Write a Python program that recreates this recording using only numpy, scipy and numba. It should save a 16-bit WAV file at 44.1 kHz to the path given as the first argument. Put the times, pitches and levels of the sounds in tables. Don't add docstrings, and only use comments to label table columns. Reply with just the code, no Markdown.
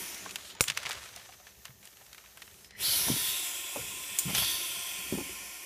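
import sys
import numpy as np
from scipy import signal
from scipy.fft import rfft, irfft
from scipy.io import wavfile
from scipy.ndimage import uniform_filter1d, minimum_filter1d
from numba import njit

SR = 44100
rng = np.random.default_rng(int(sys.argv[2]) if len(sys.argv) > 2 else 0)


def volts_from_db(level):
    exponent = np.asarray(level, float) / 20
    return 10 ** exponent


def materialize(psi):
    bounded = np.clip(np.atleast_2d(psi).T, -1, 1)
    quanta = np.round(bounded * 32767).astype(np.int16)
    wavfile.write(sys.argv[1], SR, quanta)


N = 249165

# frequency in Hz, level in dB per Hz.
ROOM_SPECTRUM = [(15, -35), (25, -18), (64, -21), (198, -1.5), (304, -19), (565, -2.5), (1140, -7),
                 (1700, -12), (1810, 5), (1930, -12), (4850, -4.5), (6180, 2), (9240, -7.5), (12400, 1),
                 (15400, -2.5)]
# frequency in Hz, width in Hz, level in dB.
MAINS_HUM = (60, 5.2, -72.5)
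# time in seconds, depth in dB, half-length in seconds.
GATE_CLOSINGS = [
    (0.579, -15, 0.031),
    (1.42, -1, 0.067),
    (1.55, -2, 0.046),
    (1.763, -2.5, .04),
    (2.736, -32, 0.036),
]
# peak in seconds, level in dB, seconds to rise 10 dB,
# seconds to fall 10 dB, pitch in Hz.
INHALES = [
    (1.5, -63.5, 4, -0.1, 6050),
    (2.64, -62, -0.2, 1, 5200),
]

# peak in seconds, level in dB, seconds to rise 10 dB, seconds to fall 10 dB,
# treble relative to level in dB.
PAPER_STROKES = [(.25, -54, 4, 0, -9), (.4, -51.5, 3, 0.17, -9), (.51, -52, 0.5, 0, -3),
                 (.7, -46.5, 0.2, -0.1, -23), (.76, -50, -0.07, 0.46, -22), (.86, -50, 0.1, -0.03, -32),
                 (.92, -40.5, 0.15, 0.09, -27), (1.05, -49, 0.13, 0.08, -6), (1.26, -53.5, 0.4, 0.18, -9),
                 (1.45, -62, -2, 0.3, -3), (1.67, -52, 0, 0, -10), (1.76, -68, 0.1, -1.5, -11),
                 (1.845, -56, 0.025, 0.08, -4), (2.02, -59.5, 0.15, 0.2, -3.5),
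                 (2.2, -58.5, 0.13, 0.59, -11), (2.44, -65, 0.2, 2, 0), (2.67, -68, 0.2, 0.5, 5)]
# peak in seconds, level in dB, seconds to rise 10 dB, #
# seconds to fall 10 dB, centre in Hz, width in Hz.
BREATH_PUFF = (0.495, -50, .07, 0.05, 3300, 1800)
# time in seconds, peak in dB, pitch in Hz, t60 in seconds,
# treble in dB.
CREASE_SNAPS = [(.145, -30, 5660, 0.029, -14), (.179, -36, 4800, 0.027, -11), (.243, -48, 1940, 0.025, -12),
                (.261, -32.5, 1400, 0.043, -22), (.309, -29.5, 3300, .028, -5),
                (.358, -20.5, 2500, 0.032, -2), (.292, -35.5, 2600, .025, -15), (.387, -42, 2500, .025, -5),
                (.502, -40, 3100, .025, -15), (.551, -40, 3500, 0.018, -9), (.598, -44, 3000, .02, 2.5),
                (.608, -11.5, 3460, 0.014, -23), (.64, -23, 2450, 0.013, 2), (.676, -31, 1970, 0.075, -25),
                (.6795, -26, 2480, 0.024, -18), (.682, -17.5, 3250, 0.038, -21.5),
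                (.7, -14, 2670, 0.022, -26), (.708, -25, 2480, .02, -14), (.719, -29, 2420, 0.037, -12),
                (.749, -35, 3500, .02, -18), (.774, -15.5, 2620, 0.026, -11.5),
                (.802, -33, 3000, 0.022, -9), (.830, -31, 1880, 0.036, -6), (.833, -37, 2200, 0.022, 5),
                (.853, -25.5, 2000, 0.043, -27), (.86, -23, 2870, 0.026, -30),
                (.867, -22, 2000, 0.025, -22), (.886, -48, 4500, .02, -15), (.876, -35, 2400, .025, -14),
                (.892, -30, 3080, 0.031, 2), (.897, -30.5, 851, 0.046, 3), (.909, -19.5, 2600, 0.015, -19),
                (.916, -25, 3050, 0.024, -19), (.922, -32, 2500, 0.022, -12), (.929, -31, 1980, 0.031, 2),
                (.94, -41, 2500, 0.022, -12), (.952, -38, 2600, .025, -4)]
# time in seconds, peak in dB, pitch in Hz, treble in dB.
SETTLING_CREASES = [(1.038, -35.5, 3380, -24.5), (1.089, -39, 5590, -15), (1.162, -33, 4140, -1.5),
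                    (1.291, -48, 895, -15.5), (1.401, -50, 900, -12), (1.469, -38, 1950, -16),
                    (1.649, -41, 2180, -4), (1.654, -27, 2380, -4), (1.681, -41.5, 1600, -18),
                    (1.705, -47, 1400, -12), (1.829, -43, 2570, -15), (1.854, -42.5, 2660, 6.5),
                    (1.874, -39.5, 3090, -9), (1.929, -49, 2250, -11), (1.971, -43, 2920, -6),
                    (2.009, -51, 1100, -7), (2.065, -45.5, 3300, 0), (2.13, -34, 3270, -14.5),
                    (2.147, -39, 2370, -3), (2.18, -39, 2010, -5), (2.24, -47, 1190, -15),
                    (2.26, -41.5, 2380, -9), (2.373, -36, 1980, -2), (2.42, -32, 2180, -9),
                    (2.478, -44, 1950, -8), (2.513, -44, 3060, -14), (2.542, -43, 2880, -8.5),
                    (2.563, -52.5, 3000, -8), (2.646, -41, 3280, -21.5), (2.708, -38, 2700, -27.5)]
# time in seconds, peak in dB, pitch in Hz, t60 in seconds,
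# treble in dB.
STRIKE_TICKS = [
    (4.187, -25, 5600, 0.055, 2),
    (4.188, -31, 2120, 0.023, -17),
    (4.299, -29, 2930, 0.07, -8),
    (4.349, -19, 2880, 0.089, 1),
    (4.354, -26, 3200, 0.025, -8),
    (4.382, -17.5, 2370, 0.042, -3),
    (4.428, -30, 1500, 0.05, -9),
    (4.447, -23, 4500, .03, -9),
]
# frequency in Hz, width in Hz, level in dB.
TONG_MODES = [(6050, 260, -24), (7250, 240, -5), (8750, 2200, -11), (10500, 380, -12), (11980, 800, -14),
              (14050, 1100, -14), (15040, 650, -10)]
# time in seconds, ring in dB, tail in dB, slap in dB.
TONG_CLACKS = [
    (0.6078, -10, -9, -5.5),
    (4.187, -11, -11, -46),
]

# time in seconds, peak in dB, pitch in Hz, upper ring in dB.
COIL_THUMPS = [(0.6073, -34, 116, -1), (.686, -45, 150, -20), (.704, -46, 130, -20), (.852, -48, 140, -20),
               (1.694, -45.5, 130, -9), (2.882, -37.5, 112, -7), (3.07, -35, 148, 3), (3.082, -30, 233, 0),
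               (3.102, -15.5, 222, -24), (3.109, -26, 170, -25), (3.1149, -21, 174, -21),
               (3.123, -23.5, 159, -13.5), (3.139, -25.5, 146, -17), (3.164, -32.5, 285, -27),
               (3.755, -41, 870, -17), (3.7655, -39, 596, -21), (3.771, -33, 279, -8),
               (3.781, -37.5, 480, -11.5), (3.792, -39, 517, -15), (3.797, -41.5, 120, -20),
               (3.84, -49, 109, -20), (4.255, -28, 151, -28), (4.2614, -31, 154, -24),
               (4.2671, -27, 147, -30), (4.278, -26, 157, -17), (4.283, -28, 156, -11),
               (4.293, -29, 189, -9), (4.304, -31, 191, -4), (4.333, -30, 206, -12), (4.344, -36.5, 121, 5),
               (4.36, -39, 138, 4.5), (4.383, -34.5, 131, -2.5), (4.42, -33.5, 118, 0),
               (4.986, -48.5, 180, -13.5), (5.130, -25, 385, -20), (5.1371, -28, 250, -20),
               (5.14, -23, 199, -33), (5.152, -24, 254, -17), (5.163, -33, 160, -20),
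               (5.177, -33, 328, -14), (5.184, -31, 364, -10), (5.195, -33, 240, -17),
               (5.207, -35, 340, -21), (5.214, -31.5, 298, -15), (5.262, -43, 275, -15),
               (5.295, -42, 365, -7)]
# time in seconds, peak in dB, pitch in Hz, upper ring in dB.
RIM_TAPS = [
    (.262, -35.5, 1100, -5),
    (.553, -47, 900, -12),
    (.609, -24.5, 516, -17),
    (.8, -47, 605, -19.5),
    (1.168, -46.5, 702, -16),
    (1.292, -44.5, 750, -13),
    (1.401, -55, 742, -11),
    (2.012, -57, 810, 5),
    (5.183, -38, 870, -18),
    (5.203, -41, 870, -19),
]
# time in seconds, peak in dB, pitch in Hz, upper ring in dB.
WALL_REBOUNDS = [
    (3.761, -26.5, 576, -10),
    (5.1255, -16, 267, -32),
    (3.097, -25, 297, -20),
]
# peak in seconds, deep modes in dB, seconds to rise 10 dB,
# seconds to fall 10 dB, higher modes relative to deep in dB.
BODY_DRAGS = [
    (0.0, -60.5, .1, .5, 7),
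    (.8, -61, 0.5, 1, -8.5),
    (2.88, -63, -0.4, -4, -26),
    (3.13, -50.5, 0.4, 0.2, -3.5),
    (3.8, -53.5, 0.03, 0.24, -2),
    (4.38, -44.5, 0.06, 0.1, -5.5),
    (4.48, -59.5, -1.7, 0.6, -5.5),
    (5.2, -47.5, 0.06, 0.035, 6.5),
    (5.3, -60.5, 0.7, 0.2, 2.5),
]
# frequency in Hz, width in Hz, level in dB.
WALL_MODES = [
    [(72.7, 45, 6.5), (104, 27, 4), (139, 43, -1)],
    [(193, 26.4, 2.5), (278, 92, -3), (365, 66, -4.5)],
]

# frequency in Hz, level in dB per Hz.
JET_SPECTRUM = [(700, -40), (1300, -9.5), (1800, -8), (2300, -6.5), (5000, -2.5), (6600, -7), (9000, -3.5),
                (13000, -3), (14800, -5), (15400, -9)]
# frequency in Hz, width in Hz, level in dB.
TUB_AIR_MODES = [(348, 109, 0.5), (562, 37, -5.5), (712, 107, 0), (946, 110, 0), (1400, 64, 0),
                 (1817, 48, 2), (1896, 130, -9), (2210, 270, 6.5)]
# time in seconds, flow in dB, mouth resonance in Hz, gape from 0 to 1,
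# upper resonance in Hz, palate resonance in dB.
BREATHS = [
    [(0.0, -40, 3120, 0.52, 10600, -4), (.164, -46.5, 3400, 0.73, 10500, -8),
     (.27, -53.5, 3320, 0.54, 10000, 5), (.45, -66, 3170, 0.7, 9500, -5)],
    [(2.755, -70, 3000, .4, 9500, -2.5), (2.785, -49.5, 3050, .3, 9500, -11.5),
     (2.81, -36.5, 3440, 0.27, 10200, -3), (2.86, -31.5, 4320, 0.07, 10800, -5.5),
     (2.93, -29, 4350, 0.62, 10800, -14), (3.04, -31.5, 3600, 0.85, 10680, -13),
     (3.3, -34, 3590, 0.27, 9900, 1), (3.45, -37, 3470, 0.42, 10500, 6), (3.64, -41, 3320, 0.13, 10000, 6)],
    [(3.9, -41.5, 3340, 0.25, 9500, 4.5), (4.23, -41, 3410, 0.25, 9604, 5),
     (4.33, -38, 3120, 0.17, 9800, 2), (4.38, -31, 3410, 0.3, 10500, -13),
     (4.55, -34.5, 3470, 0.3, 10300, -6), (4.7, -38.5, 3340, 0.24, 9500, 0),
     (4.89, -40, 3214, 0.2, 9450, 3), (5.2, -42, 3100, 0.22, 9600, 2), (5.65, -46, 3100, 0.43, 9700, 0)],
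]
# dB at calm flow, dB per dB of extra flow, dB gained wide open.
RESONANCE_LAWS = [(6.5, 0.4, -14), (3, 0.3542, -2), (-6, -0.58, 15.5), (7, -0.45, -13.5),
                  (-12.5, -0.5, 2.5)]
RESONANCE_WIDTHS_HZ = (530, 1980, 1100, 470, 1550)
# frequency in Hz, width in Hz, flow in dB where its gain is 0 dB, dB
# gained per dB of flow.
SURGE_RESONANCE = (4744, 1498, -32.5, 0.5)
# frequency in Hz, width in Hz, dB at calm flow, dB per dB of extra flow.
TEETH_EDGE = (13200, 2600, -6.5, 0.53)
# frequency ratio, width in Hz, depth from 0 to 1.
UPPER_VALLEY = (0.84, 480, 0.14)
# start in seconds, seconds to turn, centre in Hz, width in Hz,
# depth from 0 to 1.
HEAD_TURN = (4.25, .2, 14250, 1500, .5)
# frequency in Hz, width in Hz.
CORNER_POCKET = (1044, 49)
# dB relative to calm flow, dB per dB of extra flow.
CORNER_STRENGTH = (-16, -0.28)
# peak in seconds, level in dB,
# seconds to rise 10 dB, seconds to fall 10 dB, pitch in Hz.
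LIP_WHISTLES = [(.06, -51, -2, .08, 5300), (.03, -56, 5, -0.05, 2100), (0.084, -56.5, .1, 0.7, 6900),
                (2.75, -53.5, 0.03, 0.6, 1950), (2.8, -60, 0.08, 1.5, 4100),
                (2.98, -49.5, 0.03, -0.4, 5600), (2.91, -39.5, .06, .12, 3030),
                (3.13, -41, .06, -0.04, 3170), (3.02, -36, -0.01, -0.35, 5320),
                (3.08, -44, -0.02, 0.2, 6050), (4.43, -42, 0.08, 0.24, 4600), (4.46, -44, 0.12, 0.53, 6000),
                (4.45, -40.5, .1, 0.24, 3460), (4.7, -46, 0.16, 0.22, 3200), (3.25, -42.5, .12, 0.13, 3400),
                (4.52, -51, 0.19, 0.5, 4420)]

TOP_HZ = 15280
CALM_DB = -42


def unit(x):
    return x / np.sqrt(np.mean(x ** 2))


def noise():
    return rng.standard_normal(N)


def coloured(points):
    hz, db = np.transpose(points)
    log_f = np.log(np.arange(N // 2 + 1) * SR / N + 1)
    return unit(irfft(rfft(noise()) * volts_from_db(np.interp(log_f, np.log(hz), db)), N))


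def walk(rate):
    hold = int(SR / rate)
    steps = np.repeat(rng.standard_normal(N // hold + 1), hold)
    return 1.39 * uniform_filter1d(uniform_filter1d(steps, hold), hold)[:N]


@njit
def svf(x, hz, width):
    y, b, l = np.empty(len(x)), 0., 0.
    for i in range(len(x)):
        g, k = np.tan(np.pi * hz[i] / SR), width[i] / hz[i]
        v = (b + g * (x[i] - l)) / (1 + g * (g + k))
        b, l, y[i] = 2 * v - b, l + 2 * g * v, k * v
    return y


def band(x, hz, width):
    still = np.zeros(len(x))
    return svf(x, np.clip(hz + still, 20, SR / 2.3), np.clip(width + still, 1, SR / 2))


def resonance(x, hz, width, wider=2):
    return unit(band(band(x, hz, width), hz, wider * width))


def fade(t, t60):
    return np.exp(-np.log(1000) * t / np.clip(t60, .004, 1))


def add(out, s, sound):
    i = max(int(s * SR), 0)
    out[i:i + len(sound)] += sound[:N - i]


def echo(x, t60, db):
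    t = np.arange(SR // 4) / SR
    tail = rng.standard_normal(len(t)) * fade(t, t60) * (t > .001)
    return x + volts_from_db(db) * signal.fftconvolve(x, tail / np.sqrt(np.sum(tail ** 2)))[:N]


def columns(table):
    s, *cols = np.transpose(table)
    t = np.arange(N) / SR
    mask = np.clip(np.minimum(t - s[0], s[-1] - t) / .02 + 1, 0, 1)
    return mask, [np.interp(t, s, c) for c in cols]


def strokes(table):
    s, db, rise, fall, other_db = np.transpose(table)[:, :, None]
    t = np.arange(N) / SR - s
    drop = np.where(t < 0, -t / np.clip(rise, .01, 2), t / np.clip(fall, .01, 2))
    gain = volts_from_db(db - 10 * drop)
    other = gain * volts_from_db(other_db)
    return np.sqrt(np.sum(gain ** 2, axis=0)), np.sqrt(np.sum(other ** 2, axis=0))


def swell(row):
    return strokes([(*row[:4], 0)])[0]


def room():
    hz, width, db = MAINS_HUM
    ventilation = volts_from_db(-57.5 + 0.23 * walk(9.3)) * coloured(ROOM_SPECTRUM)
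    return ventilation + volts_from_db(db) * resonance(noise(), hz, width)


def inhale():
    return sum(swell(row) * resonance(noise(), row[4], 350) for row in INHALES)


def rustle():
    gain, treble = strokes(PAPER_STROKES)
    bass = volts_from_db(-13.5) * np.clip(gain / volts_from_db(-58.0), .5, 10) ** -.5
    grains = unit(noise() * volts_from_db(2.0 * walk(300) + 1.5 * walk(50)))
    body = unit(band(band(grains, 1640, 4700), 2040, 6000))
    sizzle = unit(band(band(noise(), 9000, 9000), 9000, 12000)) * volts_from_db(1.5 * walk(30))
    under = unit(band(band(grains, 650, 480), 640, 960))
    puff = swell(BREATH_PUFF) * resonance(grains, BREATH_PUFF[4], BREATH_PUFF[5])
    return gain * (body + bass * under) + treble * sizzle + puff


def gate(x):
    t = np.arange(N) / SR
    gain = volts_from_db(sum(db * np.exp(-((t - s) / half) ** 2) for s, db, half in GATE_CLOSINGS))
    treble = signal.sosfilt(signal.butter(1, 2600, "high", fs=SR, output="sos"), x)
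    return x - (1 - gain) * treble


def settling():
    return [(s, db, hz, 0.03 * (2500 / hz) ** 0.68, treble_db) for s, db, hz, treble_db in SETTLING_CREASES]


def snaps(table, low_db):
    out, t = np.zeros(N), np.arange(2500) / SR
    for s, db, hz, t60, treble_db in table:
        burst = rng.standard_normal(len(t))
        kick = burst * (fade(t, t60) + 0.5 * fade(t, 0.0017)) * (1 - np.exp(-t / 0.00023))
        kick[8] = 2.8
        ring = band(band(kick, hz, 1.52 * hz), 0.9 * hz, 2 * hz)
        treble = band(band(kick * fade(t, 0.041), 6700, 10600), 6900, 13500)
        low = band(kick * fade(t, 0.013), 370, 790)
        ring, treble, low = (part / np.abs(part).max() for part in (ring, treble, low))
        add(out, s - .0003, volts_from_db(db) * (ring + volts_from_db(treble_db) * treble + volts_from_db(low_db) * low))
    return out


def tongs():
    out, t = np.zeros(N), np.arange(9000) / SR
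    bounces = ((.0002, 1), (.001, .8), (.0024, .45))
    for s, db, tail_db, slap_db in TONG_CLACKS:
        rattle = rng.standard_normal(len(t)) * (fade(t, 0.032) + volts_from_db(tail_db) * fade(t, 0.24))
        ring = sum(volts_from_db(g) * band(rattle, f, w) for f, w, g in TONG_MODES)
        slap = sum(g * np.exp(-((t - lag) / .00006) ** 2) for lag, g in bounces)
        add(out, s, volts_from_db(db) * ring / np.abs(ring).max() - volts_from_db(slap_db) * slap)
    return out


def wall_blows(table, sign):
    out, t = np.zeros(N), np.arange(6000) / SR
    for s, db, hz, upper_db in table:
        t60 = 0.057 * volts_from_db(-0.4 * (db + 34)) * (250 / max(hz, 120)) ** 0.42
        rise = 1 - np.exp(-t * hz / 0.23)
        upper = band(band(rng.standard_normal(len(t)) * fade(t, .06), 750, 600), 750, 800)
        ring = np.sin(2 * np.pi * hz * t) * fade(t, t60)
        ring += 0.39 * np.sin(2 * np.pi * 1.41 * hz * t) * fade(t, 0.76 * t60)
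        add(out, s - .001, sign * volts_from_db(db) * rise * (ring + volts_from_db(upper_db) * upper / np.abs(upper).max()))
    return out


def wall_drag():
    drag, drag_higher = strokes(BODY_DRAGS)
    shake = noise() * volts_from_db(2.2 * walk(68))
    deep, higher = (unit(sum(volts_from_db(g) * band(band(shake, f, w), f, 2 * w) for f, w, g in modes))
                    for modes in WALL_MODES)
    return np.hypot(drag, volts_from_db(-72.5)) * deep + np.hypot(drag_higher, volts_from_db(-71.5)) * higher


def tub():
    return wall_blows(COIL_THUMPS, -1) + wall_blows(RIM_TAPS, -1) + wall_blows(WALL_REBOUNDS, 1) + wall_drag()


def whistles():
    return sum(swell(row) * volts_from_db(2 * walk(60)) * resonance(noise(), row[4], 260) for row in LIP_WHISTLES)


def tub_air():
    return unit(sum(resonance(noise(), f, w, 2.25) * volts_from_db(db + 1.5 * walk(12)) for f, w, db in TUB_AIR_MODES))


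def mouth_resonances(jet, flow_db, effort, low_hz, gape, high_hz, palate_db, ring_dbs):
    centres = (low_hz * (1 + .012 * walk(9)), high_hz * (1 + .03 * walk(15)), 5860 * (1 + .01 * walk(4)),
               0.78 * low_hz, 7660 * (1 + .02 * walk(5)))
    widths = list(RESONANCE_WIDTHS_HZ)
    widths[0] = widths[0] * np.clip(low_hz / 3560, 1, 2) ** 3.5
    total = sum(volts_from_db(db + .8 * walk(20)) * resonance(noise(), hz, w, 1.5)
                for hz, w, db in zip(centres, widths, (*ring_dbs, palate_db)))
    surge_hz, surge_width_hz, match_db, slope = SURGE_RESONANCE
    surge_db = slope * (flow_db - match_db) - 4 * gape
    total += volts_from_db(surge_db) * resonance(noise(), surge_hz, surge_width_hz)
    edge_hz, edge_width_hz, edge_db, edge_slope = TEETH_EDGE
    return total + volts_from_db(edge_db + edge_slope * effort) * unit(band(jet, edge_hz, edge_width_hz))


def carve(mouth, effort, low_hz, high_hz):
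    side_open = 1 - np.clip(effort / 9.5, 0, 1) ** 2
    mouth = mouth - .52 * side_open * band(mouth, 1.3 * low_hz, 950)
    ratio, width_hz, depth = UPPER_VALLEY
    mouth = mouth - depth * band(mouth, ratio * high_hz, width_hz)
    start_s, turn_s, hz, width_hz, depth = HEAD_TURN
    turned = np.clip((np.arange(N) / SR - start_s) / turn_s, 0, 1)
    return mouth - depth * turned * band(mouth, hz, width_hz)


def corner_song(flow_db, effort):
    base_db, per_db = CORNER_STRENGTH
    approach_db = 10 * np.minimum(np.arange(N) / SR - 3.67, 0) / 0.95
    return volts_from_db(flow_db + base_db + per_db * effort + approach_db) * resonance(noise(), *CORNER_POCKET)


def snake():
    jet = coloured(JET_SPECTRUM) * volts_from_db(.7 * walk(25))
    first_mask, first = columns(BREATHS[0])
    long_mask, long = columns(BREATHS[1] + BREATHS[2])
    mask = first_mask + long_mask
    late = np.arange(N) > 1.5 * SR
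    flow_db, low_hz, gape, high_hz, palate_db = np.where(late, long, first)
    effort = np.clip(flow_db - CALM_DB, -8, 15)
    *ring_dbs, air_db = (db + per_db * effort + open_db * gape for db, per_db, open_db in RESONANCE_LAWS)
    rings = mouth_resonances(jet, flow_db, effort, low_hz, gape, high_hz, palate_db, ring_dbs)
    mouth = mask * volts_from_db(flow_db) * (volts_from_db(-2.0) * jet + volts_from_db(-10.5) * rings)
    mouth = carve(mouth, effort, low_hz, high_hz)
    sway = np.pi / 4 * (1 + np.tanh(walk(7)))
    walls = echo(mouth * np.cos(sway) ** 2, .022, -12) + echo(mouth * np.sin(sway) ** 2, .022, -12)
    return walls + corner_song(flow_db, effort) + mask * volts_from_db(flow_db + air_db + 1.5) * tub_air()


def scene():
    hits = snaps(CREASE_SNAPS, -27) + snaps(settling(), -20) + snaps(STRIKE_TICKS, -31) + tongs()
    background = gate(room() + inhale() + rustle())
    mono = background + echo(hits, 0.1, -21) + tub() + whistles() + snake()
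    return np.array([mono, mono])


def dropouts(x):
    f, _, z = signal.stft(x, SR, nperseg=1024)
    field = uniform_filter1d(rng.standard_normal(z.shape), size=7, axis=1)
    field = uniform_filter1d(field, size=6, axis=0)
    share = .3 * np.clip((f - 7000) / (TOP_HZ - 7000), .1, 1) ** 2
    power = np.sum(np.abs(z) ** 2, axis=0)
    attack = power > 2 * minimum_filter1d(power, size=5)
    keep = (field > np.quantile(field, share)[:, None]) | attack
    return signal.istft(z * keep, SR, nperseg=1024)[1][:N]


def band_limit(x):
    return signal.sosfilt(signal.butter(12, 16490, fs=SR, output="sos"), x)


def record(dry):
    heard = signal.sosfilt(signal.butter(3, 48.5, "high", fs=SR, output="sos"), dry[0])
    cut = signal.sosfilt(signal.ellip(10, .2, 42, TOP_HZ, fs=SR, output="sos"), dropouts(heard))
    return band_limit(np.array([cut, cut]))


dry = scene()
out = record(dry)
materialize(out)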